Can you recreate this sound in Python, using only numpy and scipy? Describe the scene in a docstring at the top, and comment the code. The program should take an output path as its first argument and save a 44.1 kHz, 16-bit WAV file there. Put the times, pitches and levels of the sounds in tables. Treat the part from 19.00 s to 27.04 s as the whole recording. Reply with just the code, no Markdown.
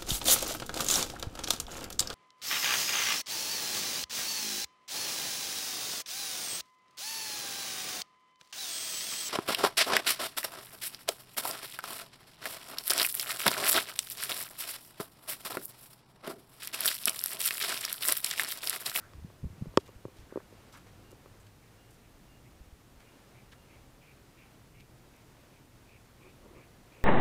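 """Fingers bump, click and rub on a hand-held camera, making its plastic case ring and rock.
The knocks crowd the first two seconds or so; most of the rubbing comes near the end.
Dry stems and grit beside a quiet path brush and tick now and then, in bursts of grainy noise.
Far birds rasp, settling at about three calls a second, and a faint thin tone comes and goes.
Behind it all lie a low drone, a soft outdoor rumble and microphone hiss."""
import sys
import numpy as np
from scipy import signal
from scipy.fft import rfft, irfft
from scipy.io import wavfile
from scipy.ndimage import uniform_filter1d

SR = 44100
rng = np.random.default_rng(int(sys.argv[2]) if len(sys.argv) > 2 else 0)


def to_wav(s):
    """Save 16-bit WAV."""
    ch = np.atleast_2d(s).T  # columns
    pcm = np.round(np.clip(ch, -1, 1) * 32767)  # PCM
    wavfile.write(sys.argv[1], SR, pcm.astype(np.int16))


N = 354563
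T = np.arange(N) / SR


def undb(db):
    """Turn decibels into a number to multiply by."""
    return 10 ** (np.asarray(db) / 20)


def level(x, db):
    """Scale a sound to an average (rms) level."""
    return x * undb(db) / np.sqrt(np.mean(x ** 2))


def add(out, start_s, x):
    """Mix a short sound in at a given time."""
    at = int(round(start_s * SR))
    lo, hi = max(at, 0), min(at + len(x), N)
    out[lo:hi] += x[lo - at:hi - at]


def keep_side(x, hz, side):
    """Keep the "low" or the "high" side of a frequency."""
    return signal.sosfilt(signal.butter(2, hz, side, fs=SR, output="sos"), x)


def resonate(x, hz, width_hz):
    """Keep a band around one frequency."""
    return signal.lfilter(*signal.iirpeak(hz, hz / width_hz, fs=SR), x)


def wander(rate_hz):
    """A smooth random curve with a typical size of one."""
    hold = int(SR / rate_hz)
    steps = np.repeat(rng.standard_normal(N // hold + 1), hold)
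    smooth = uniform_filter1d(uniform_filter1d(steps, hold), hold)
    return level(smooth[:N], 0)


def span(x, start_s, length_s):
    """Cut a short piece from a long sound."""
    at = int(np.clip(start_s, 0, N / SR - length_s) * SR)
    return x[at:at + int(length_s * SR)]


def case_ring(length_s=.06):
    """One sharp push makes the plastic case ring with several fast-fading tones."""
    # the case's own tones: f/Hz, time to fade by 60 dB/s, relative level/dB
    tones = [(395, .030, 0), (520, .016, 4), (940, .020, -8.5), (1110, .014, -1.5), (1270, .012, -9.5),
             (1900, .005, -2), (2450, .008, -8), (3300, .004, -5.5), (4730, .005, -4.5), (5350, .004, -39),
             (6760, .005, -15.5), (8060, .004, -47), (10800, .002, -31), (13200, .002, -42)]
    t = T[:int(length_s * SR)]
    return sum(undb(db - 60 * t / fade_s) * np.sin(2 * np.pi * hz * t) for hz, fade_s, db in tones)


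def finger_knocks():
    """A hard edge rings the case's high tones, a soft fingertip only the low ones."""
    # fingers hitting the case: t/s, peak level/dB, lowest f/Hz, highest f/Hz
    contacts = [(.1355, -39.5, 900, 6000), (.3020, -47.5, 600, 1400), (.4430, -41.5, 200, 600),
                (.6575, -39, 200, 800), (.7395, -45, 400, 1100), (.7729, -20, 4200, 12000),
                (.7738, -9.5, 2200, 9000), (.7743, -4, 150, 2600), (.8830, -49, 600, 1500),
                (.8910, -42.5, 300, 1000), (1.0528, -27.5, 120, 800), (1.0830, -41, 150, 800),
                (1.3243, -34.5, 250, 650), (1.3585, -23.5, 300, 480), (1.3738, -25.5, 330, 620),
                (1.4030, -42.5, 900, 1300), (1.5260, -44, 200, 650), (1.6380, -48, 600, 2500),
                (2.1290, -43, 300, 600), (2.2597, -42, 400, 1700), (7.2650, -46, 350, 600)]
    out, ring = np.zeros(N), case_ring()
    for start_s, db, low_hz, high_hz in contacts:
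        hit = keep_side(keep_side(ring, low_hz, "high"), high_hz, "low")
        add(out, start_s, hit * undb(db) / np.abs(hit).max())
    return out


def hand_bumps(rise_s=.002):
    """The whole camera rocks briefly in the hand, giving a low thud."""
    # soft bumps: t/s, peak level/dB, f/Hz, time to fade by 60 dB/s
    bumps = [(.150, -42.5, 80, .15), (.180, -39.5, 75, .14), (.222, -42, 85, .12), (.246, -34.5, 160, .035),
             (.431, -33, 105, .07), (.440, -31, 170, .035), (.452, -27.5, 70, .07), (.464, -36.5, 160, .04),
             (.503, -40.5, 90, .1), (.528, -45, 170, .05), (.580, -45, 150, .07), (.612, -34.5, 150, .04),
             (.6215, -24.5, 150, .03), (.668, -35, 160, .04), (.680, -40, 45, .1), (.776, -39.5, 75, .07),
             (.875, -49, 60, .07), (.960, -43, 55, .08), (1.056, -40, 110, .05), (1.190, -45, 55, .1),
             (1.235, -46, 70, .07), (3.606, -42.5, 52, .1), (3.670, -48, 70, .08), (3.726, -42.5, 62, .09)]
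    out, t = np.zeros(N), T[:SR // 4]
    rise = 1 - np.exp(-t / rise_s)
    for start_s, db, hz, fade_s in bumps:
        thud = np.sin(2 * np.pi * hz * t) * rise * undb(-60 * t / fade_s)
        add(out, start_s, thud * undb(db) / np.abs(thud).max())
    return out


def grip_rubs(grain_db=3, muffle_hz=1500):
    """Skin slips in tiny steps, and each step rings the case."""
    # the grip sliding: t/s, length/s, average level/dB
    slides = [(1.95, .22, -69), (7.18, .13, -62), (7.40, .15, -59.5), (7.52, .11, -58), (7.94, .14, -61)]
    slips = rng.standard_normal(N) * undb(grain_db * rng.exponential(size=N))
    ringing = signal.fftconvolve(slips, case_ring())[:N]
    muffled = keep_side(ringing, muffle_hz, "low")
    out = np.zeros(N)
    for start_s, length_s, db in slides:
        rub = span(muffled, start_s, length_s)
        add(out, start_s, level(rub * signal.windows.tukey(len(rub), .5), db))
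    return out


def stem_brushes(grain_db=4.5, rise_share=.15):
    """Dry stems and grit brush in a spray of tiny ticks that starts quickly and fades."""
    # brushes: t/s, length/s, average level/dB, centre f/Hz, band width/Hz
    brushes = [(.795, .03, -62.5, 3000, 3000), (.855, .05, -65, 2800, 3500), (1.16, .09, -68.5, 3000, 4000),
               (1.722, .045, -62, 4200, 5000), (1.728, .09, -58, 1400, 900), (1.768, .025, -68, 7000, 7000),
               (1.86, .05, -65.5, 1300, 1300), (2.106, .018, -63.5, 8500, 7000),
               (2.395, .05, -73, 8000, 2000), (2.464, .02, -65, 2300, 2500), (2.906, .018, -67, 9000, 5000),
               (2.925, .035, -71, 8500, 5000), (3.995, .05, -64, 1300, 1300),
               (4.517, .018, -62, 2800, 1100), (4.521, .04, -61, 1550, 600), (5.794, .025, -64, 2300, 3000),
               (6.160, .012, -69, 10000, 9000)]
    grains = rng.standard_normal(N) * undb(grain_db * rng.exponential(size=N))
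    out = np.zeros(N)
    for start_s, length_s, db, hz, width_hz in brushes:
        burst = span(grains, start_s, length_s)
        progress = np.linspace(0, 1, len(burst))
        loudness = np.minimum(progress / rise_share, 1 - progress)
        add(out, start_s, level(resonate(burst * loudness, hz, width_hz), db))
    return out


def far_birds(flutter_hz=75, roughness=.35, throat_width_hz=520, echo_db=-11, echo_fade_s=.3):
    """Fluttering breath rings in a bird's throat; bushes on the way smear the rasp."""
    # rasping calls: t/s, length/s, average level before the echo/dB, centre f/Hz
    calls = [(-.02, .10, -62, 1450), (1.285, .14, -65, 1520), (2.62, .05, -70.5, 2250),
             (3.02, .07, -73, 2300), (3.43, .06, -69.5, 2250), (3.99, .13, -70, 2300),
             (4.335, .08, -67.5, 2330), (4.685, .10, -66, 2330), (5.0, .145, -66, 2380),
             (5.36, .12, -65.5, 2380), (5.73, .11, -67, 2350), (6.125, .11, -71, 2350),
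             (6.52, .07, -70.5, 2330), (6.87, .125, -66.5, 2430), (7.195, .13, -65.5, 2380),
             (7.535, .14, -66, 2330), (7.905, .13, -66.5, 2380)]
    flutter = np.cos(2 * np.pi * np.cumsum(flutter_hz * undb(wander(30))) / SR)
    breath = rng.standard_normal(N) * (1 + roughness * flutter)
    out = np.zeros(N)
    for start_s, length_s, db, hz in calls:
        call = resonate(span(breath, start_s, length_s), hz, throat_width_hz)
        call = resonate(call, hz, throat_width_hz)  # a second pass narrows the band
        add(out, start_s, level(call * signal.windows.tukey(len(call), .4), db))
    t = T[:SR // 2]
    scatter = rng.standard_normal(len(t)) * undb(-60 * t / echo_fade_s)
    echo = signal.fftconvolve(out, scatter / np.linalg.norm(scatter))[:N]
    return out + undb(echo_db) * echo


def thin_pips(pitch_hz=2814, waver_db=-0.5):
    """A faint thin tone comes and goes, barely above the hiss."""
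    # short tones: t/s, length/s, average level/dB
    pips = [(.81, .11, -76), (1.53, .12, -79), (2.03, .12, -75), (2.77, .14, -76), (3.27, .14, -74),
            (4.04, .14, -75.5), (4.54, .15, -75.5)]
    tone = np.sin(2 * np.pi * pitch_hz * T) * undb(waver_db * wander(25))
    out = np.zeros(N)
    for start_s, length_s, db in pips:
        pip = span(tone, start_s, length_s)
        add(out, start_s, level(pip * signal.windows.tukey(len(pip), .4), db))
    return out


def far_drone(waver_hz=30):
    """A low hum from far away wavers in pitch and loudness."""
    # the drone's course: t/s, f/Hz, average level/dB
    course = [(0, 100, -60), (1, 98, -63), (2, 98, -65), (2.55, 100, -58.5), (2.8, 115, -70),
              (4.2, 125, -71), (5.5, 120, -70.5), (8, 118, -74)]
    times, hz, db = np.transpose(course)
    phase = 2 * np.pi * np.cumsum(np.interp(T, times, hz)) / SR
    hum = wander(waver_hz) * np.cos(phase) + wander(waver_hz) * np.sin(phase)
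    return level(hum, 0) * undb(np.interp(T, times, db))


def outdoor_air(base_db=-58.5, rumble_hz=180, hiss_hz=5000, rumble_flicker_db=1.74, middle_flicker_db=1.0):
    """Noise in three parts: a restless rumble, a slowly swelling middle, steady microphone hiss."""
    # tone colour of still air: f/Hz, relative level/dB
    colour = [(12, -34), (20, -2), (59, -2), (87, -5.5), (122, -0.5), (157, -6), (323, -8.5), (403, -11),
              (647, -14), (703, -15), (1160, -18), (2750, -23), (2990, -24), (13800, -31.5), (15400, -32)]
    # slow swell of the middle part: t/s, level change/dB
    swell = [(0, 1), (.8, 2.5), (1.8, 2), (2.3, 1), (3, -0.5), (4, 0.5), (5, 0), (6, -.5), (7, 1), (8, 1.5)]
    hz = np.maximum(np.arange(N // 2 + 1) * SR / N, 1)
    colour_hz, colour_db = np.transpose(colour)
    shape = undb(np.interp(np.log(hz), np.log(colour_hz), colour_db))
    noise = level(irfft(rfft(rng.standard_normal(N)) * shape, N), base_db)
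    rumble = irfft(rfft(noise) / (1 + (hz / rumble_hz) ** 2), N)
    hiss = irfft(rfft(noise) / (1 + (hiss_hz / hz) ** 2), N)
    middle = noise - rumble - hiss
    swell_db = np.interp(T, *np.transpose(swell)) + middle_flicker_db * wander(8)
    return rumble * undb(rumble_flicker_db * wander(7)) + middle * undb(swell_db) + hiss


def scene():
    """Fingers close by and the outdoors behind them, in one channel."""
    handling = finger_knocks() + hand_bumps() + grip_rubs()
    outdoors = stem_brushes() + far_birds() + thin_pips() + outdoor_air() + far_drone()
    return (handling + outdoors)[None]


def record(dry):
    """The camera cuts off the highest treble."""
    top_hz = 15500
    return signal.sosfilt(signal.ellip(10, .1, 70, top_hz, fs=SR, output="sos"), dry)


dry = scene()
out = record(dry)
to_wav(out)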